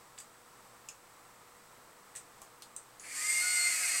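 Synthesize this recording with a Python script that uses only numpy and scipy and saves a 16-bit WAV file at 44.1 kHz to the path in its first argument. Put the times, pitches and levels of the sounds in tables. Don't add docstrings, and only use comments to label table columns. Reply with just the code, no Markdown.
import sys
import numpy as np
from scipy import signal
from scipy.fft import rfft, irfft, next_fast_len
from scipy.io import wavfile
from scipy.ndimage import map_coordinates

SR = 44100
rng = np.random.default_rng(int(sys.argv[2]) if len(sys.argv) > 2 else 0)


def wav_out(sig):
    wavfile.write(sys.argv[1], SR, np.round(np.clip(np.atleast_2d(sig).T, -1, 1) * 32767).astype(np.int16))


N = 176400

# time_s, speed_hz
SPEED_A = [(3.02, 250), (3.14, 535), (3.235, 688), (3.275, 703), (3.36, 707), (3.56, 699), (3.705, 697),
           (3.755, 652), (3.81, 573), (3.87, 487), (3.945, 392), (4.0, 380)]
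SPEED_B = [(3.17, 330), (3.26, 513), (3.35, 675), (3.42, 722), (3.48, 729), (3.62, 721.5), (3.83, 711.5),
           (4.0, 702)]
SPEED_C = [(3.05, 560), (3.17, 617), (3.3, 629), (3.55, 634), (4.0, 641)]
# time_s, gain_db
ENVELOPE_A = [(3.02, -27), (3.15, -11.5), (3.21, -11.5), (3.255, -2), (3.38, 0), (3.45, -5.5), (3.55, 0),
              (3.69, -1), (3.79, -7.5), (3.87, -5.5), (3.92, -7), (3.96, -4.5), (4.0, -11)]
ENVELOPE_B = [(3.17, -23), (3.26, -12), (3.32, -26), (3.41, -3), (3.66, 0), (3.77, -4), (3.88, 0.5),
              (4.0, 3)]
ENVELOPE_C = [(3.05, -32), (3.17, -3.5), (4.0, 2.5)]
# harmonic_number, gain_db
HARMONICS_A = [(1, 6.5), (2, 2), (3, 11), (4, 4.5), (5, 5.5), (7, 1), (8, 2.5), (10, -3), (11, 0), (12, 4)]
HARMONICS_B = [(1, 11), (2, 15.5), (3, -0.5), (4, 7.5), (6, 5.5), (12, 0), (13, 0)]
HARMONICS_C = [(2, 9), (4, 0.5), (9, -0.5), (10, -4)]
# frequency_hz, gain_db
HOUSING_RESPONSE = [(170, -63), (275, -11.5), (400, -32), (530, -19.5), (710, -19), (900, -21),
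                    (1250, -11.5), (1400, -24.5), (1455, -8), (1600, -8.5), (1930, -3), (2200, 0),
                    (2600, -9), (3150, -12.5), (4100, -12.5), (4400, -5), (4950, -3.5), (5400, -11),
                    (5690, -4.5), (5900, -6.5), (7100, 0), (8500, 3), (9400, -3.5), (10900, -13),
                    (13000, -12), (14200, -19), (16000, -34)]
# frequency_hz, lift_db
HOUSING_MODES = [(1945, 3.5), (2110, 1.5), (2370, 8.5), (2555, 6.5), (4322, 7.5), (4374, 6.5)]
# time_s, gain_db
MIDS_ENVELOPE = [(3.02, -65), (3.04, -52.5), (3.1, -49.5), (3.15, -47), (3.3, -43), (3.5, -44),
                 (3.7, -40.5), (4.0, -42.5)]
TREBLE_ENVELOPE = [(3.0, -57), (3.18, -37), (3.33, -32.5), (4.0, -32)]
# start_s, level_db, ring_hz, ring_gain_db, knock_hz, knock_gain_db, snap_gain_db
CLICKS = [(0.1785, -55.5, 3300, 6, 1760, -4, -3), (0.1856, -50.5, 7400, 7, 4760, -2, 1),
          (0.2019, -49.5, 7460, 1, 2400, -8, 2), (.887, -51, 6630, 10, 2620, 2, 6.5),
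          (2.1524, -50.5, 7600, 6, 1900, -5, 2), (2.1595, -45.5, 8450, 5, 3920, -10, -1),
          (2.1674, -45.5, 8100, 0, 6200, -11, -4), (2.4177, -51.5, 6700, 2, 980, 6, 7),
          (2.6218, -49, 3830, 3.5, 6400, -6, 6.5), (2.7637, -54, 8380, 16.5, 6160, 6, 10),
          (2.996, -52.5, 7200, 5, 6600, 5, -16)]
# frequency_hz, gain_db
CRACK_SPECTRUM = [(500, -34), (2000, -6.5), (5000, -8.5), (8300, 3.5), (11000, -12), (16000, -36)]
# frequency_hz, gain_db
AIR_SPECTRUM = [(25, -10), (86, -12), (125, -7.5), (160, -8.5), (390, -7.5), (620, -7), (1000, -3),
                (1320, -3), (1510, -9), (1930, -9.5), (2810, -16.5), (6660, -17.5), (8050, -15),
                (9210, -19.5), (13800, -22)]
# pitch_hz, level_db
FAN_TONES = [(120, -77), (485, -70)]

WHINE_DB, FLUTTER, RASP = -43, 0.0009, 0.11
FLICKER_DB, STRAIN_DB = 2.5, 2.5
FOCUS = 1.414
POWER_ON_S, IMPACTS_PER_S, SHAFT_SWING = 2.997, 9000, 0.22
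GEAR_RATIO, WEAR_DB = 6.2, -5.5
SPLIT_HZ, MIDS_DB, TREBLE_DB = 3130, -1.86, -2.5
DRIVER_HZ, DRIVER_DB = 9787, -56
AIR_DB, HISS_DB = -58, -71.5
ROOM_T60_S, GLIDE_WET_DB, GEAR_WET_DB, CLICK_WET_DB = 0.17, -5.5, -7, -3
TOP_HZ = 15900


def motor(speed, envelope, harmonics):
    shaft_hz = curve(speed)
    wavering_hz = shaft_hz * (1 + FLUTTER * (wobble(45) + 2 * wobble(400)))
    angle = 2 * np.pi * np.cumsum(wavering_hz) / SR
    strain = np.minimum(np.abs(np.gradient(shaft_hz)) * SR / 1000, 1)
    flicker_db = FLICKER_DB + STRAIN_DB * strain
    partials = np.zeros(N)
    for number, gain_db in harmonics:
        gain = amp(gain_db + flicker_db * wobble(40)) * housing(number * wavering_hz) ** FOCUS
        partials += gain * np.sin(number * angle + rng.uniform(0, 2 * np.pi))
    roughness = 1 + RASP * wobble(350)
    whine = switch_on(speed[0][0]) * amp(WHINE_DB + curve(envelope)) * roughness * partials
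    blurred = room(strain * whine, GLIDE_WET_DB) / np.hypot(1, amp(GLIDE_WET_DB))
    return (1 - strain) * whine + blurred


def gear_rattle():
    angle = 2 * np.pi * np.cumsum(curve(SPEED_B)) / SR
    impacts = (rng.random(N) < IMPACTS_PER_S / SR) * rng.choice([-1, 1], N)
    force = unit(impacts) + amp(WEAR_DB) * (worn_gear(SPEED_A) + worn_gear(SPEED_B))
    force = force * (1 + SHAFT_SWING * np.sin(angle)) * amp(0.6 * wobble(110))
    lowpass = lambda hz: 1 / (1 + (hz / SPLIT_HZ) ** 8)
    mids = unit(filtered(force, lambda hz: housing(hz) * lowpass(hz)))
    treble = unit(filtered(force, lambda hz: housing(hz) * (1 - lowpass(hz))))
    mids *= amp(MIDS_DB + curve(MIDS_ENVELOPE))
    treble *= amp(TREBLE_DB + curve(TREBLE_ENVELOPE))
    return switch_on(POWER_ON_S) * (mids + treble)


def worn_gear(speed):
    tooth_errors = rng.standard_normal(420)
    turns = np.cumsum(curve(speed)) / SR / GEAR_RATIO
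    return unit(map_coordinates(tooth_errors, [turns % 1 * len(tooth_errors)], mode="grid-wrap"))


def housing(hz):
    modes_db = sum(lift_db * band(mode_hz, half_width_hz=16.5)(hz) for mode_hz, lift_db in HOUSING_MODES)
    return spectrum(HOUSING_RESPONSE, hz) * amp(modes_db)


def drivers():
    return switch_on(POWER_ON_S) * amp(DRIVER_DB) * np.sin(2 * np.pi * DRIVER_HZ * np.arange(N) / SR)


def clicks():
    out, t = np.zeros(N + SR), np.arange(SR // 10) / SR
    burst = lambda response, t60_s: noise(response, len(t)) * amp(-60 * t / t60_s)
    for start_s, level_db, ring_hz, ring_db, knock_hz, knock_db, snap_db in CLICKS:
        snap = amp(snap_db) * burst(band(8400, half_width_hz=5600), t60_s=0.0097)
        crack = burst(lambda hz: spectrum(CRACK_SPECTRUM, hz), t60_s=0.072)
        ring = amp(ring_db) * burst(band(ring_hz, half_width_hz=710), t60_s=0.042)
        knock = amp(knock_db) * burst(band(knock_hz, half_width_hz=170), t60_s=0.036)
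        out[round(start_s * SR):][:len(t)] += amp(level_db) * (snap + crack + ring + knock)
    return out[:N]


def fan():
    t = np.arange(N) / SR
    air = amp(AIR_DB + 0.36 * wobble(7.88)) * noise(lambda hz: spectrum(AIR_SPECTRUM, hz), N)
    hum = sum(amp(level_db + 0.24 * wobble(7)) * np.sin(2 * np.pi * pitch_hz * t + 0.66 * wobble(6))
              for pitch_hz, level_db in FAN_TONES)
    hiss = amp(HISS_DB) * noise(band(8080, half_width_hz=420), N)
    return air + hum + hiss


def room(x, wet_db):
    t = np.arange(SR // 3) / SR
    tail = rng.standard_normal(len(t)) * amp(-60 * t / ROOM_T60_S) * (t > .003)
    return x + amp(wet_db) * signal.fftconvolve(x, tail / np.linalg.norm(tail))[:N]


def amp(db):
    return 10 ** (np.asarray(db) / 20)


def unit(x):
    return x / np.sqrt(np.mean(x ** 2) + 1e-20)


def spectrum(points, hz):
    frequency_hz, gain_db = np.transpose(points)
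    return amp(np.interp(np.log(hz + 1), np.log(frequency_hz + 1), gain_db))


def curve(points):
    return np.interp(np.arange(N) / SR, *np.transpose(points))


def switch_on(start_s):
    return np.clip((np.arange(N) / SR - start_s) / .003, 0, 1)


def wobble(rate_hz):
    knots = rng.standard_normal(int(N * rate_hz / SR) + 4)
    return map_coordinates(knots, [np.arange(N) * rate_hz / SR], order=2)


def filtered(x, response):
    size = next_fast_len(len(x) + 8192)
    return irfft(rfft(x, size) * response(np.fft.rfftfreq(size, 1 / SR)), size)[:len(x)]


def noise(response, size):
    return unit(filtered(rng.standard_normal(size), response))


def band(centre_hz, half_width_hz):
    return lambda hz: 1 / (1 + ((hz - centre_hz) / half_width_hz) ** 2)


def scene():
    clicking = room(clicks(), CLICK_WET_DB)
    rattle = room(gear_rattle(), GEAR_WET_DB)
    whine = (motor(SPEED_A, ENVELOPE_A, HARMONICS_A)
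             + motor(SPEED_B, ENVELOPE_B, HARMONICS_B)
             + motor(SPEED_C, ENVELOPE_C, HARMONICS_C))
    return (whine + rattle + drivers() + clicking + fan())[None]


def record(dry):
    return filtered(dry[0], lambda hz: hz < TOP_HZ)[None]


dry = scene()
out = record(dry)
wav_out(out)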